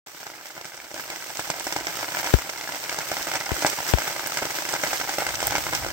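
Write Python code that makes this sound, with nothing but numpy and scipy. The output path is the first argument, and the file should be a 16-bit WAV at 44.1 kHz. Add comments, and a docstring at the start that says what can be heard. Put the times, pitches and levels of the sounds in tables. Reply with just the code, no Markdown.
"""Heavy rain on a flooded village lane, swelling over the first seconds, heard from under an umbrella.
Just overhead, drops knock on the taut cloth and burst into spray; all round, near and far, the puddles
fizz with splashes and small ringing bubbles. A few drops land on the stereo microphone itself:
dull thumps in the left port, bright ticks on the housing. Moving air adds a faint rumble."""
import sys
import numpy as np
from scipy import signal
from scipy.fft import rfft, irfft
from scipy.io import wavfile
from scipy.ndimage import uniform_filter1d

SR = 44100
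rng = np.random.default_rng(int(sys.argv[2]) if len(sys.argv) > 2 else 0)


def generate_wav(sig):
    """Save sig (samples, or channels by samples) to the path in sys.argv[1] as 16-bit PCM at SR."""
    pcm = np.round(np.clip(np.atleast_2d(sig).T, -1, 1) * 32767).astype(np.int16)
    wavfile.write(sys.argv[1], SR, pcm)


N = 261160

# Strength of the rain. Each row: time in seconds, puddle fizz in dB, patter on the cloth in dB.
RAIN_LEVELS = [(0.1, -44, -49), (0.88, -43, -46), (1.02, -39.5, -40.5), (1.3, -37.5, -43), (1.45, -35, -42),
               (2.25, -33.5, -37), (2.52, -35, -39.5), (3.15, -33.5, -38), (3.7, -31.5, -35.5),
               (4.5, -31, -36.0), (5.55, -31, -36), (5.92, -35.5, -34)]
# Tone of the puddles all round. Each row: frequency in Hz, gain in dB.
PUDDLE_SPECTRUM = [(40, -32), (120, 4.5), (220, 0), (320, -1), (450, -3), (800, -3.5), (1700, -4),
                   (3000, -0.5), (5500, -1), (8000, -2), (11000, -1.5), (15000, -0.5)]
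# Modes of the wet cloth overhead. Each row: frequency in Hz, width in Hz, gain in dB.
CLOTH_MODES = [(172, 162, -1), (322.6, 54, 7), (588, 360, -4), (830, 150, -6), (968, 81, 0),
               (1350, 410, -4), (1668, 140, 1), (2100, 376, 5), (2870, 860, -0.5)]
# Tone of a drop bursting on the cloth. Each row: frequency in Hz, gain in dB.
SPRAY_SPECTRUM = [(300, 4), (1500, -16.5), (3000, 2), (5500, 5.5), (8000, 2), (11000, -2), (15000, -8.5)]
# The heaviest drops on the umbrella. Each row: start in seconds, knock and spray in relative dB,
# hardness of the contact as a corner frequency in Hz.
HEAVY_DROPS = [(0.23, -37.5, -43, 1500), (0.267, -33.5, -37.5, 1700), (0.578, -33, -42, 1000),
               (0.612, -35.5, -38.5, 1800), (0.653, -33.5, -37, 1300), (0.942, -32, -35, 1000),
               (0.978, -36, -39, 4000), (1.101, -33, -32, 4000), (1.394, -24, -31, 1190),
               (1.501, -21, -25.5, 1100), (1.668, -25, -32, 895), (1.724, -27.5, -27, 1700),
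               (1.763, -21.5, -30, 1250), (1.869, -24, -28.5, 1300), (2.03, -27, -41, 4000),
               (2.148, -26.5, -35, 1500), (2.17, -24, -39, 3000), (2.243, -27, -32, 1800),
               (2.264, -27.5, -30.5, 1200), (2.272, -26, -33, 1600), (2.691, -29, -37, 1100),
               (2.894, -26, -27.5, 4000), (2.987, -25.5, -27.5, 800), (3.116, -24, -30, 800),
               (3.168, -26.5, -31, 1500), (3.27, -27.5, -33, 1000), (3.316, -25.5, -31, 2800),
               (3.337, -26.5, -33, 2300), (3.355, -26, -28.5, 2100), (3.492, -26.5, -44, 1900),
               (3.624, -23.5, -29, 1200), (3.648, -13.5, -34, 920), (3.664, -23, -19.5, 1200),
               (3.888, -31, -24, 1500), (3.985, -23.5, -29, 2900), (4.078, -26.5, -30, 1100),
               (4.372, -22.5, -27, 4000), (4.423, -21, -48, 750), (4.738, -23.5, -26, 1100),
               (4.837, -19.5, -27, 1450), (4.932, -24.5, -29.5, 1600), (5.013, -24.5, -30, 2400),
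               (5.092, -25.5, -27, 1250), (5.184, -20, -28.5, 1090), (5.221, -24, -39, 800),
               (5.266, -23, -30, 1600), (5.428, -24, -26, 1000), (5.522, -25, -31, 1200),
               (5.553, -19, -27.5, 2520), (5.561, -25, -28, 2700), (5.582, -26, -29, 700),
               (5.733, -21.5, -33, 1000), (5.749, -29, -21.5, 4000)]
# Air stirring at the microphone. Each row: time in seconds, level in dB.
DRAUGHT_LEVELS = [(0, -80), (1.2, -85), (1.8, -54), (2.6, -70), (4.6, -75), (5.3, -51), (5.6, -41),
                  (5.92, -42)]
# Droplets on the housing. Each row: start in seconds, relative level in dB, left minus right in dB.
HOUSING_TICKS = [(2.2150, -34, 0), (3.1148, -38, 2), (4.2712, -27.5, -10), (5.4697, -17.5, 2),
                 (5.8424, -38, 11)]
# Drops on the left port. Each row: start in seconds, push in dB, its decay in seconds, crack in dB.
PORT_DROPS = [(2.3393, 11.5, 0.0016, -12), (3.5178, -4.5, 0.002, -34), (3.9368, 0.5, 0.00047, -24),
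              (3.9380, 6, 0.002, -32), (5.475, -20, 0.0019, -45)]
# Colour of the microphone's left and right ports. Each row: frequency in Hz, gain in dB.
LEFT_RESPONSE = [(30, -7), (100, -10.5), (600, 4.5), (950, 5.5), (1630, 8), (2600, 1), (4800, -4),
                 (6300, 1), (7400, -5.5), (8700, -19.5), (9600, -16.5), (11600, -11), (13800, 1),
                 (15700, -5)]
RIGHT_RESPONSE = [(30, -10), (100, -5.5), (600, 6), (1100, 4.5), (2000, 5), (3200, 0), (4000, -1),
                  (5400, 5), (7000, 0.5), (8000, 6), (8700, 1.5), (9600, -9.5), (12000, -6), (15700, 0.5)]

TOP_HZ = 15800
BLOW_S = .004
SIZE = 1024  # samples in one short sound
TIME = np.arange(N) / SR
AGE = np.arange(SIZE) / SR
FREQ = np.arange(SIZE // 2 + 1) * SR / SIZE


def undb(db):
    """Decibels to gain."""
    return 10 ** (np.asarray(db) / 20)


def curve(table, t, column=1):
    """One column of a timed table, read at the times t."""
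    table = np.array(table)
    return np.interp(t, table[:, 0], table[:, column])


def unit(x):
    """Scale to rms 1."""
    return x / np.sqrt(np.mean(x ** 2))


def unit_blows(x):
    """Scale each blow (events, ports, samples) to the energy of BLOW_S seconds at rms 1."""
    energy = (x ** 2).sum(-1).mean(-1)
    return x * np.sqrt(BLOW_S * SR / energy)[:, None, None]


def butter(x, order, hz, kind):
    """Flat-topped filter with its corners at hz."""
    return signal.sosfilt(signal.butter(order, hz, kind, fs=SR, output="sos"), x)


def resonance(x, centre_hz, width_hz):
    """Band-pass with gain 1 at its centre."""
    return signal.lfilter(*signal.iirpeak(centre_hz, centre_hz / width_hz, fs=SR), x)


def response(points):
    """Causal frequency response through (Hz, dB) points."""
    hz, db = np.transpose(points)
    gain = undb(np.interp(np.log(FREQ + 1), np.log(hz), db))
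    cepstrum = irfft(np.log(gain))
    cepstrum[1:SIZE // 2] *= 2
    cepstrum[SIZE // 2 + 1:] = 0
    return np.exp(rfft(cepstrum))


def colour(x, points):
    """Filter each row of x by a spectrum of (Hz, dB) points."""
    return signal.fftconvolve(np.atleast_2d(x), irfft(response(points))[None], axes=1)[:, :N]


def wander(rate_hz):
    """Random levels held 1 / rate_hz seconds and smoothed twice; spread near 1."""
    hold = int(SR / rate_hz)
    steps = np.repeat(rng.standard_normal(N // hold + 1), hold)
    return 1.3 * uniform_filter1d(uniform_filter1d(steps, hold), hold)[:N]


def place(times, sounds):
    """Lay short stereo sounds on the time line."""
    out = np.zeros((2, N + SIZE))
    for i, sound in zip(np.clip(times * SR, 0, N).astype(int), sounds):
        out[:, i:i + SIZE] += sound
    return out[:, :N]


def panned(db, pan_db):
    """Gains (events, ports, 1) for a level and a left-minus-right difference."""
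    return undb(db[:, None] + pan_db[:, None] * np.array([1, -1]) / 2)[:, :, None]


def splashes(count=6000, size_db=2.5, smear_s=0.0032, pan_db=5):
    """Drops click on the puddles, each smeared by its own spatter."""
    when, size = rng.random((count, 2)).T
    gains = panned(-size_db * np.log(size + .003), pan_db * rng.standard_normal(count))[:, :, 0]
    clicks = np.zeros((N, 2))
    np.add.at(clicks, (when * (N - 1)).astype(int), gains ** 2)
    power = signal.lfilter([1], [1, -np.exp(-2 / (smear_s * SR))], clicks.T)
    return unit(np.sqrt(power) * rng.standard_normal((2, N)))


def bubbles(count=900, centre_hz=4400, spread=0.29, decay_cycles=6, glide=0.058, size_db=3, pan_db=5):
    """Air trapped by drops rings and rises in pitch as it nears the surface."""
    pitch, size, pan = np.clip(rng.standard_normal((count, 3)), -2, 2).T
    hz = np.minimum(centre_hz * np.exp(spread * pitch), TOP_HZ / 2)
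    cycles = hz[:, None] * AGE
    rise = 1 + glide * np.tanh(cycles / decay_cycles / 2) / 2
    ring = np.exp(-cycles / decay_cycles) * np.sin(2 * np.pi * cycles * rise)
    times = rng.random(count) * N / SR
    return unit(place(times, ring[:, None] * panned(size_db * size, pan_db * pan)))


def puddles(hiss_db=-2, bubble_db=-16, surge_db=1, flicker_db=2.0, apart_hz=900):
    """The flooded lane: smooth far hiss, nearer splashes and bubbles, surging together."""
    hiss = undb(hiss_db) * rng.standard_normal((2, N))
    left, right = hiss + undb(flicker_db * wander(24.33)) * splashes()
    side = butter(left - right, 1, apart_hz, "high")  # long waves reach both ports alike
    fizz = (left + right + np.array([side, -side])) / 2
    water = colour(fizz, PUDDLE_SPECTRUM) + undb(bubble_db) * bubbles()
    return water * undb(curve(RAIN_LEVELS, TIME) + surge_db * wander(13))


def near_splashes(level_db=-5, band_hz=(2500, 9000)):
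    """Drops hit the water right in front of the microphone: crisp ticks."""
    clicks = splashes(count=900, size_db=3.5, smear_s=0.00042)
    return butter(clicks, 2, band_hz, "band") * undb(curve(RAIN_LEVELS, TIME) + level_db)


def knocks(hard_hz, mode_scatter_db=3, detune=0.029, slosh_db=-4, slosh_s=0.0051,
           echo_gain=0.45, echo_s=0.001372, echo_scatter_s=.00008, lag_s=.00009, lag_scatter_s=.00006):
    """Each drop pushes the cloth briefly; where it lands sets the tension, mix of modes and delays."""
    count = len(hard_hz)
    tension, echo, lag, *mix = rng.standard_normal((count, len(CLOTH_MODES) + 3)).T[:, :, None]
    s = 1j * FREQ / (1 + detune * tension)
    cloth = sum(undb(db + mode_scatter_db * share) * s * width / (s ** 2 + s * width + hz ** 2)
                for (hz, width, db), share in zip(CLOTH_MODES, mix))
    # the flattening drop sloshes on, so no two pushes are alike
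    slosh = rng.standard_normal((count, SIZE)) * np.exp(-AGE / slosh_s) * np.sqrt(2 / (slosh_s * SR))
    push = (1 + undb(slosh_db) * rfft(slosh)) / (1 + 1j * FREQ / hard_hz[:, None]) ** 2
    # a near surface throws the knock back, and the left port hears it a little late
    delay = -2j * np.pi * FREQ
    right = push * cloth * (1 + echo_gain * np.exp(delay * (echo_s + echo_scatter_s * echo)))
    left = right * np.exp(delay * np.abs(lag_s + lag_scatter_s * lag))
    return unit_blows(irfft(np.stack([left, right], axis=1)))


def sprays(count, rise_s=0.0017, rise_spread=0.26, burst_s=0.0011, settle_s=0.013, settle_db=-23):
    """A drop bursts within a millisecond or two, then its droplets settle."""
    rise = rise_s * np.exp(rise_spread * rng.standard_normal((count, 1, 1)))
    attack = 1 - np.exp(-(AGE / rise) ** 2)
    decay = np.exp(-AGE / burst_s) + undb(settle_db) * np.exp(-AGE / settle_s)
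    noise = irfft(rfft(rng.standard_normal((count, 2, SIZE))) * response(SPRAY_SPECTRUM))
    return unit_blows(noise * attack * decay)


def umbrella_drops(times, knock_db, spray_db, hard_hz, knock_pan_db=-1.5, spray_pan_db=4):
    """A knock and a spray per drop, from all sides overhead; the housing shades the treble more."""
    side = rng.standard_normal(len(times))
    knock = knocks(hard_hz) * panned(knock_db, knock_pan_db * side)
    spray = sprays(len(times)) * panned(spray_db, spray_pan_db * side)
    return place(times, knock + spray)


def patter(count=1300, knock_db=-3, spray_db=-6.5, size_db=6, spray_scatter_db=4,
           hard_hz=1900, hard_scatter=0.3):
    """Small drops drum on the cloth at random."""
    when, size = rng.random((count, 2)).T
    wet, hard = rng.standard_normal((count, 2)).T
    times = when * N / SR
    db = curve(RAIN_LEVELS, times, column=2) + size_db * (2 * size ** 2 - 1)  # most are faint
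    spray = db + spray_db + spray_scatter_db * np.clip(wet, -2, 2)
    return umbrella_drops(times, db + knock_db, spray, hard_hz * np.exp(hard_scatter * hard))


def medium_drops(count=95, knock_db=6, spray_db=4.5, size_db=1.0, spray_scatter_db=4.5,
                 hard_hz=1900, hard_scatter=0.52):
    """Fuller drops hit the cloth at a loose but steady rate, louder as the rain swells."""
    when, size, wet, hard = rng.uniform(-1, 1, (count, 4)).T
    times = (np.arange(count) + (1 + when) / 2) / count * N / SR
    db = curve(RAIN_LEVELS, times, column=2) + size_db * size
    spray = db + spray_db + spray_scatter_db * wet
    return umbrella_drops(times, db + knock_db, spray, hard_hz * np.exp(hard_scatter * hard))


def heavy_drops(knock_db=-1.5, spray_db=3):
    """Heavy drops strike the cloth and stand out of the patter."""
    times, knock, spray, hard_hz = np.transpose(HEAVY_DROPS)
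    return umbrella_drops(times, knock + knock_db, spray + spray_db, hard_hz)


def rebounds(count=3, flight_s=.028, knock_db=-6, spray_db=-7, size_db=2, hard_hz=2200):
    """Each heavy drop throws up a few droplets that fall back on the cloth a moment later."""
    times, parent_knock, parent_spray, _ = np.repeat(HEAVY_DROPS, count, axis=0).T
    flight, size = rng.random((len(times), 2)).T
    patter_db = curve(RAIN_LEVELS, times, column=2)
    scatter_db = size_db * (2 * size - 1)
    # their size follows both the parent drop and the patter
    knock = (parent_knock + patter_db) / 2 + scatter_db + knock_db
    spray = (parent_spray + patter_db) / 2 + scatter_db + spray_db
    return umbrella_drops(times + flight_s * (.1 + flight), knock, spray, np.full(len(times), hard_hz))


def draught(band_hz=(45, 125), gust_db=3):
    """Air moving over the microphone rumbles faintly, unrelated at the two ports."""
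    rumble = butter(rng.standard_normal((2, N)), 2, band_hz, "band")
    return unit(rumble) * undb(curve(DRAUGHT_LEVELS, TIME) + gust_db * wander(8))


def housing_ticks(snap_s=0.00038, sizzle_s=0.0056, sizzle_db=-13, edge_hz=8300, level_db=8):
    """Droplets land on the microphone housing: a very bright snap and a short sizzle."""
    times, db, pan_db = np.transpose(HOUSING_TICKS)
    shape = np.exp(-AGE / snap_s) + undb(sizzle_db) * np.exp(-AGE / sizzle_s)
    bursts = unit_blows(rng.standard_normal((len(times), 2, SIZE)) * shape)
    return butter(place(times, bursts * panned(db + level_db, pan_db)), 6, edge_hz, "high")


def port_thumps(ring_hz=57, ring_width_hz=29, leak_hz=90, edge_hz=7000, housing_db=-7,
                crack_s=0.0013, crack_hz=(300, 3500)):
    """A drop plugs the left port: a wet crack, and a pressure step that leaks and rings the bass filter."""
    push = sum(undb(db) * np.exp(-np.abs(TIME - start) / decay_s) * (TIME >= start)
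               for start, db, decay_s, _ in PORT_DROPS)
    push = butter(push, 1, [leak_hz, edge_hz], "band")
    housing_knock = undb(housing_db) * resonance(push, centre_hz=380, width_hz=110)
    bass_filter = signal.bilinear([1, 0, 0], [1, 2 * np.pi * ring_width_hz, (2 * np.pi * ring_hz) ** 2], SR)
    thumps = signal.lfilter(*bass_filter, push + housing_knock)
    times, _, _, crack_db = np.transpose(PORT_DROPS)
    bursts = rng.standard_normal((len(times), 1, SIZE)) * np.exp(-AGE / crack_s)
    cracks = unit_blows(butter(bursts, 2, crack_hz, "band")) * undb(crack_db)[:, None, None]
    return np.array([[1], [0]]) * (thumps + place(times, cracks))


def lane_echo(x, t60_s=0.21, wet_db=-14, gap_s=.003):
    """Ground and brick walls return a short, diffuse tail."""
    t = np.arange(SR // 2) / SR
    tail = rng.standard_normal((2, len(t))) * undb(-60 * t / t60_s) * (t > gap_s)
    tail /= np.sqrt((tail ** 2).sum(1, keepdims=True))
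    return x + undb(wet_db) * signal.fftconvolve(x, tail, axes=1)[:, :N]


def hollow(x, depth=0.66):
    """All that reaches the ports sounds a little hollow in the upper bass."""
    return x - depth * resonance(x, centre_hz=215, width_hz=90)


def scene():
    """Umbrella and puddles as the two ports hear them, plus what touches the microphone."""
    umbrella = lane_echo(heavy_drops() + rebounds() + medium_drops() + patter())
    left, right = umbrella + puddles() + near_splashes() + housing_ticks()
    ports = np.vstack([colour(left, LEFT_RESPONSE), colour(right, RIGHT_RESPONSE)])
    return hollow(ports + port_thumps()) + draught()


def record(dry, start_s=.061, fade_s=.004):
    """The recorder opens after a moment, clips at full scale and cuts the top."""
    opened = np.clip((TIME - start_s) / fade_s, 0, 1)
    top_cut = signal.ellip(10, .2, 80, TOP_HZ, fs=SR, output="sos")
    return signal.sosfilt(top_cut, np.clip(dry * opened, -1, 1))


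dry = scene()
out = record(dry)
generate_wav(out)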